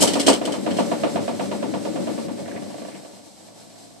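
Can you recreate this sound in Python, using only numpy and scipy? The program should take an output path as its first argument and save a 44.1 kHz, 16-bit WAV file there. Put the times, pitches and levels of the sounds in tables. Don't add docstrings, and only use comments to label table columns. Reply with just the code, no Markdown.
import sys
import numpy as np
from scipy import signal
from scipy.fft import rfft, irfft, next_fast_len
from scipy.io import wavfile
from scipy.ndimage import map_coordinates

SR = 44100
rng = np.random.default_rng(int(sys.argv[2]) if len(sys.argv) > 2 else 0)


def unload_audio(sound):
    columns = np.transpose(np.atleast_2d(sound))
    steps = np.round(np.clip(columns, -1, 1) * 32767)
    wavfile.write(sys.argv[1], SR, steps.astype(np.int16))


N = 176400
ALIKE = 0.22
CRACKLE_DB = 2


def amp(db):
    return 10 ** (np.asarray(db) / 20)


def unit(x):
    return x / np.sqrt(np.mean(x ** 2) + 1e-20)


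def seconds(size):
    return np.arange(size) / SR


def along(points, hz):
    f, v = np.transpose(points)
    return np.interp(np.log(hz + 1), np.log(f + 1), v)


def curves(rows):
    s, *cols = np.transpose(rows)
    return [np.interp(seconds(N), s, c) for c in cols]


def wobble(rate, size=N):
    knots = rng.standard_normal(1024)
    return map_coordinates(knots, [np.arange(size) * rate / SR], mode="wrap")


def filtered(x, response):
    n = x.shape[-1]
    m = next_fast_len(n + 8192)
    gain = response(np.fft.rfftfreq(m, 1 / SR))
    return irfft(rfft(x, m) * gain, m)[..., :n]


def noise(size, response, alike=ALIKE):
    middle, side = rng.standard_normal((2, size))
    angle = np.arccos(np.clip(alike, -1, 1)) / 2
    stereo = np.cos(angle) * middle + np.outer([1, -1], np.sin(angle) * side)
    return unit(filtered(stereo, response))


def add(out, s, sound):
    part = out[:, max(round(s * SR), 0):][:, :sound.shape[1]]
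    part += sound[:, :part.shape[1]]


# (time [s], level [dB])
SLAMS = [(.02, -13), (0.1542, -17.5), (0.278, -7), (.4123, -23), (0.4729, -21.5), (.5374, -24), (.662, -19),
         (0.784, -16), (0.913, -19), (1.033, -15.5), (1.1561, -19), (1.277, -21.5), (1.3943, -20.5),
         (1.5123, -22), (1.6256, -24), (1.7366, -23.5), (1.8498, -26), (1.9572, -25.5), (2.069, -24.5),
         (2.1761, -28.5), (2.281, -31), (2.3802, -36.5)]
FRESH_DB = -13


def knocks(ring):
    out = np.zeros((2, N))
    for s, db in SLAMS:
        add(out, s, amp(db) * (ring + waves() + amp(FRESH_DB) * thud()))
    return out


BEND_DELAY_S, BEND_RISE_S = 0.00092, 0.0017


def arrival(t, hz):
    slow = np.sqrt(1000 / np.maximum(hz, 100))
    since = np.maximum(t - BEND_DELAY_S * slow, 0)
    return 1 - np.exp(-since / (BEND_RISE_S * slow ** 2))


# (frequency [Hz], left level [dB], right level [dB], 60 dB decay [s])
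PIPE_MODES = [(208, -7.5, -9, 0.23), (237.6, -5.5, -13, .45), (296.7, 8.5, -5.5, 0.19),
              (354.4, -9, -25, 0.25), (492, 5, -9, .25), (582, -34, -7, 0.32), (700, -14, 6, 0.19),
              (867, -1.5, -8, 0.23), (1156, -17, -3.5, 0.2)]
RING_DB, THUD_DB = -10.5, -4.5


def pipe_ring():
    t = seconds(SR // 2)
    phases = rng.uniform(0, 2 * np.pi, len(PIPE_MODES))
    modes = np.zeros((2, len(t)))
    for (hz, left, right, t60), phase in zip(PIPE_MODES, phases):
        tone = np.sin(2 * np.pi * hz * t + phase + lead(hz))
        modes += amp([[left], [right]]) * tone * arrival(t, hz) * amp(-60 * t / t60)
    return amp(RING_DB) * modes + amp(THUD_DB) * thud()


# (frequency [Hz], left level [dB], right level [dB])
THUD_COLOUR = [(40, -48, -50), (130, -21, -7), (275, 7, -15), (370, 2, 1), (660, 1, 4), (986, -0.5, -16),
               (1240, -12, -1.5), (1580, -13.5, -13.5), (3330, -15, -14.5), (5496, -27.5, -31),
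               (11900, -61, -62)]
# (frequency [Hz], 60 dB decay [s])
THUD_DECAY = [(150, 0.55), (300, 0.41), (800, 0.25), (1500, 0.24)]


def thud():
    f, *sides = np.transpose(THUD_COLOUR)
    white = noise(SR // 2, lambda hz: amp([along(np.c_[f, db], hz) for db in sides]))
    hz, t, z = signal.stft(white, SR, nperseg=256)
    hz = hz[:, None]
    fall = amp(-60 * t / along(THUD_DECAY, hz))
    return signal.istft(z * arrival(t, hz) * fall, SR, nperseg=256)[1][:, :SR // 2]


# (time of peak after the slam [s], pitch at the peak [Hz], Gaussian length [s], left level [dB], right level [dB])
PIPE_WAVES = [(.0035, 1490, 0.0027, -17, -36), (.0055, 638, 0.0025, -15, 6),
              (.011, 1178, 0.0023, -37, -9.5), (.02, 916, 0.011, -8, -17.5),
              (0.023, 276.6, 0.0096, -1.5, -11), (0.037, 585.4, 0.0027, -13, 0.5)]
FALL_OCTAVES_PER_S = 9


def waves():
    t = seconds(SR // 2)
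    out = np.zeros((2, len(t)))
    for s, hz, length, left, right in PIPE_WAVES:
        pitch = hz * 2 ** (-FALL_OCTAVES_PER_S * (t - s))
        turns = np.cumsum(pitch) / SR + rng.random()
        phase = 2 * np.pi * turns + .85 * wobble(hz / 4, size=len(t))
        swell = np.exp(-((t - s) / length) ** 2 / 2)
        out += amp([[left], [right]]) * swell * np.sin(phase + lead(hz))
    return out * np.minimum(t / BEND_RISE_S, 1)


# (time [s], level [dB], rise [s], brightness [dB per octave])
CLANK_TIMES = [(.002, -14.5, 0.017, 4.5), (.02, -14, 0.0082, 5), (.073, -17, 0.0026, -2),
               (0.133, -21.5, 0.0026, -2), (0.191, -18, 0.013, -1.5), (.262, -14.5, 0.0085, -1.5),
               (.28, -11, 0.0059, -1), (0.33, -18.5, 0.0018, -3), (0.45, -25, 0.005, -2.5),
               (0.519, -26.5, 0.0044, -3.5), (0.703, -25, 0.0069, -9), (0.765, -28.5, 0.0055, -4.5),
               (0.79, -28.5, 0.0041, -3.5)]
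# (frequency [Hz], level [dB])
METAL_COLOUR = [(30, -31), (165, -29), (290, 11.5), (600, 7.5), (1100, -18), (1700, -5), (2600, -4),
                (3100, 6), (3700, -3), (5300, 2), (6600, -4), (8200, 2.5), (9700, -8), (12000, -14)]
# (frequency [Hz], level [dB])
METAL_RING = [(283, -2), (3026, -14.5), (4151, -18.5), (4515, -17), (7704, -18), (8089, -14.5)]
CLANK_T60, CLANK_TAIL_T60, TONE_T60 = 0.15, 0.15, 0.2
CLANK_TAIL_DB = -11


def clanks(fine):
    out, t = np.zeros((2, N)), seconds(SR // 2)
    for s, db, rise, bright in CLANK_TIMES:
        def colour(hz):
            tilt = bright * np.log2(np.clip(hz, 1500, 9000) / 4000)
            return fine(hz) * amp(along(METAL_COLOUR, hz) + tilt)

        burst = noise(len(t), colour)
        contacts = unit(amp(CRACKLE_DB * wobble(487, size=len(t))))
        phases = rng.uniform(0, 2 * np.pi, (len(METAL_RING), 2, 1))
        tones = sum(amp(level) * np.sin(2 * np.pi * hz * t + p)
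                    for (hz, level), p in zip(METAL_RING, phases))
        after = np.maximum(t - rise, 0)
        crackle = contacts * amp(-60 * after / CLANK_T60)
        tail = amp(CLANK_TAIL_DB - 60 * after / CLANK_TAIL_T60)
        clank = burst * np.hypot(crackle, tail) + tones * amp(-60 * after / TONE_T60)
        add(out, s, amp(db) * np.minimum(t / rise, 1) * clank)
    return out


RIPPLE_DB, RIPPLE_HZ = 2.5, 30.1


def fine_resonances():
    knots = rng.standard_normal(2048)

    def gain(hz):
        ripple = map_coordinates(knots, [hz / RIPPLE_HZ], order=1, mode="wrap")
        return amp(RIPPLE_DB * np.minimum(hz / 2000, 1) * ripple)
    return gain


# (time [s], rate [beats per s], level [dB])
FLUTTER = [(2.3, 35, -45), (2.95, 28.7, -46.5), (3.3, 30.6, -51), (3.48, 55.5, -51), (4, 53.6, -50.5)]
# (time [s], level [dB])
LIGHT_TAPS = [(2.479, -31), (2.548, -35), (2.573, -33.5), (2.621, -36.5), (2.659, -41), (2.7, -38),
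              (2.74, -34), (2.778, -37), (2.816, -35), (2.847, -34), (2.882, -33.5), (2.952, -39.5),
              (3.047, -37.5), (3.126, -56), (3.19, -45)]
JITTER_S, SCATTER_DB = .00008, 2
CHATTER_T60, CHATTER_RING_DB = 0.063, -6


def chatter(ring):
    rate, level_db = curves(FLUTTER)
    start = round(FLUTTER[0][0] * SR)
    count = np.floor(np.cumsum(rate[start:]) / SR)
    beats = start + np.flatnonzero(np.diff(count, prepend=-1))
    chance = rng.standard_normal((256, 2))[:len(beats)]
    shift = (JITTER_S * SR * chance[:, 0]).astype(int)
    at = np.clip(beats + shift, 0, N - 1)
    pulses = np.bincount(at, amp(level_db[beats] + SCATTER_DB * chance[:, 1]), N)
    for s, db in LIGHT_TAPS:
        pulses[round(s * SR)] += amp(db)
    t = seconds(ring.shape[1])
    tap = ring * (amp(CHATTER_RING_DB) + amp(-60 * t / CHATTER_T60))
    return signal.fftconvolve(pulses[None], tap, axes=1)[:, :N]


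HUM_LEVELS = [-75, -63.5, -60, -56, -66, -70]
HUM_START_S, HUM_RISE_S = 3.29, 0.2


def hum():
    rate, _ = curves(FLUTTER)
    turn = 2 * np.pi * np.cumsum(rate) / SR
    phases = rng.uniform(0, 2 * np.pi, (len(HUM_LEVELS), 2, 1))
    swell = np.clip((seconds(N) - HUM_START_S) / HUM_RISE_S, 0, 1)
    tones = sum(np.sqrt(2) * amp(db) * np.sin((k + 1) * turn + phases[k])
                for k, db in enumerate(HUM_LEVELS))
    return swell * tones


# (time [s], level [dB], pitch [Hz])
WATER_SPITS = [(2.458, -40.5, 1800), (2.488, -45, 2080), (2.513, -39, 1760), (2.561, -36.5, 2054),
               (2.914, -45.5, 2100), (2.945, -43, 2190)]
SPIT_OCTAVES, SPIT_T60 = 0.33, 0.12


def spits():
    out, t = np.zeros((2, N)), seconds(SR // 2)
    for s, db, centre in WATER_SPITS:
        tick = noise(len(t), lambda hz: 1 / (1 + (np.log2((hz + 1) / centre) / SPIT_OCTAVES) ** 2))
        grain = unit(amp(CRACKLE_DB * wobble(416, size=len(t))))
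        envelope = amp(db - 60 * t / SPIT_T60) * np.minimum(t / BEND_RISE_S, 1)
        add(out, s, envelope * grain * tick)
    return out


# (time [s], rumble level [dB], hiss level [dB])
WATER_FLOW = [(0, -22.5, -27.5), (.4, -33, -38.5), (.65, -29.5, -39.5), (.9, -27.5, -37.5),
              (1.7, -29.5, -41), (2.15, -27.5, -39.5), (2.33, -33, -43.5), (2.52, -32, -43.5),
              (2.85, -39.5, -44), (3.1, -45, -47.5), (3.3, -52, -49.5), (3.6, -52.5, -48), (4, -58, -50)]
# (frequency [Hz], width at half gain [Hz], left level [dB], right level [dB])
RUMBLE_MODES = [(101.2, 15.5, -22, -4), (143, 20.3, -10, -3.5), (190.8, 13.6, 3, -3), (222, 37, 0, -3.5),
                (300.4, 61, 4.5, -19), (396, 275, -6, -23), (559, 93, -6, -1), (710, 100, -42, -12)]
LEFT_LEAD = [0.35, 1.42, 1.71, 1.6, 2.4, 4.5, -1.92, 0.5]
BASS_CUT_HZ = 59


def rumble(rough_db=1.33):
    level_db, _ = curves(WATER_FLOW)
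    turn = np.exp(.5j * np.outer([1, -1], LEFT_LEAD))

    def body(f):
        modes = sum(amp([[left], [right]]) * turn[:, [k]] / (1 + ((f - hz) / width * 2) ** 2)
                    for k, (hz, width, left, right) in enumerate(RUMBLE_MODES))
        return modes * f ** 4 / (f ** 4 + BASS_CUT_HZ ** 4)
    return noise(N, body, alike=0.98) * amp(level_db + rough_db * wobble(40))


def lead(hz):
    between = np.interp(hz, [row[0] for row in RUMBLE_MODES], LEFT_LEAD)
    return between * np.array([[.5], [-.5]])


# (frequency [Hz], rms level over the rumble curve [dB])
PIPE_DRONE = [(198, -11.5), (236, -11), (567, -11.5)]


def drone():
    level_db, _ = curves(WATER_FLOW)
    t = seconds(N)
    out = np.zeros((2, N))
    for hz, db in PIPE_DRONE:
        phase = 2 * np.pi * hz * t + .5 * wobble(9.2) + lead(hz)
        out += np.sqrt(2) * amp(level_db + db) * np.sin(phase)
    return out


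# (frequency [Hz], level [dB])
HISS_COLOUR = [(30, -11), (300, 2), (800, 10), (1300, -0.5), (2000, 1), (2900, -2.5), (4000, 1), (5300, 1),
               (6600, -4), (8100, 2), (9000, -4), (10000, -9.5), (12200, -11)]
HISS_DIP_HZ, HISS_DIP_DB, HISS_RANGE_DB = 1550, -8.5, 6


def hiss(fine, rough_db=1.23):
    _, level_db = curves(WATER_FLOW)

    def flow_noise(dip_db):
        def colour(hz):
            dip = dip_db * np.exp(-np.log2((hz + 1) / HISS_DIP_HZ) ** 2)
            return fine(hz) * amp(along(HISS_COLOUR, hz) + dip)
        return noise(N, colour)

    strong, weak = flow_noise(0), flow_noise(HISS_DIP_DB)
    share = np.clip((level_db - level_db.min()) / HISS_RANGE_DB, 0, 1)
    blend = np.sqrt(share) * strong + np.sqrt(1 - share) * weak
    return blend * amp(level_db + rough_db * wobble(30.08))


def scene():
    ring, fine = pipe_ring(), fine_resonances()
    valve = knocks(ring) + chatter(ring + waves()) + hum()
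    water = rumble() + drone() + hiss(fine) + spits()
    return valve + clanks(fine) + water


MIC_CUT_HZ, TOP_HZ = 60, 12450


def record(dry):
    def response(hz):
        bass = hz ** 2 / np.hypot(hz ** 2, MIC_CUT_HZ ** 2)
        return bass / np.sqrt(1 + (hz / TOP_HZ) ** 80)
    return filtered(np.clip(dry, -1, 1), response)


dry = scene()
out = record(dry)
unload_audio(out)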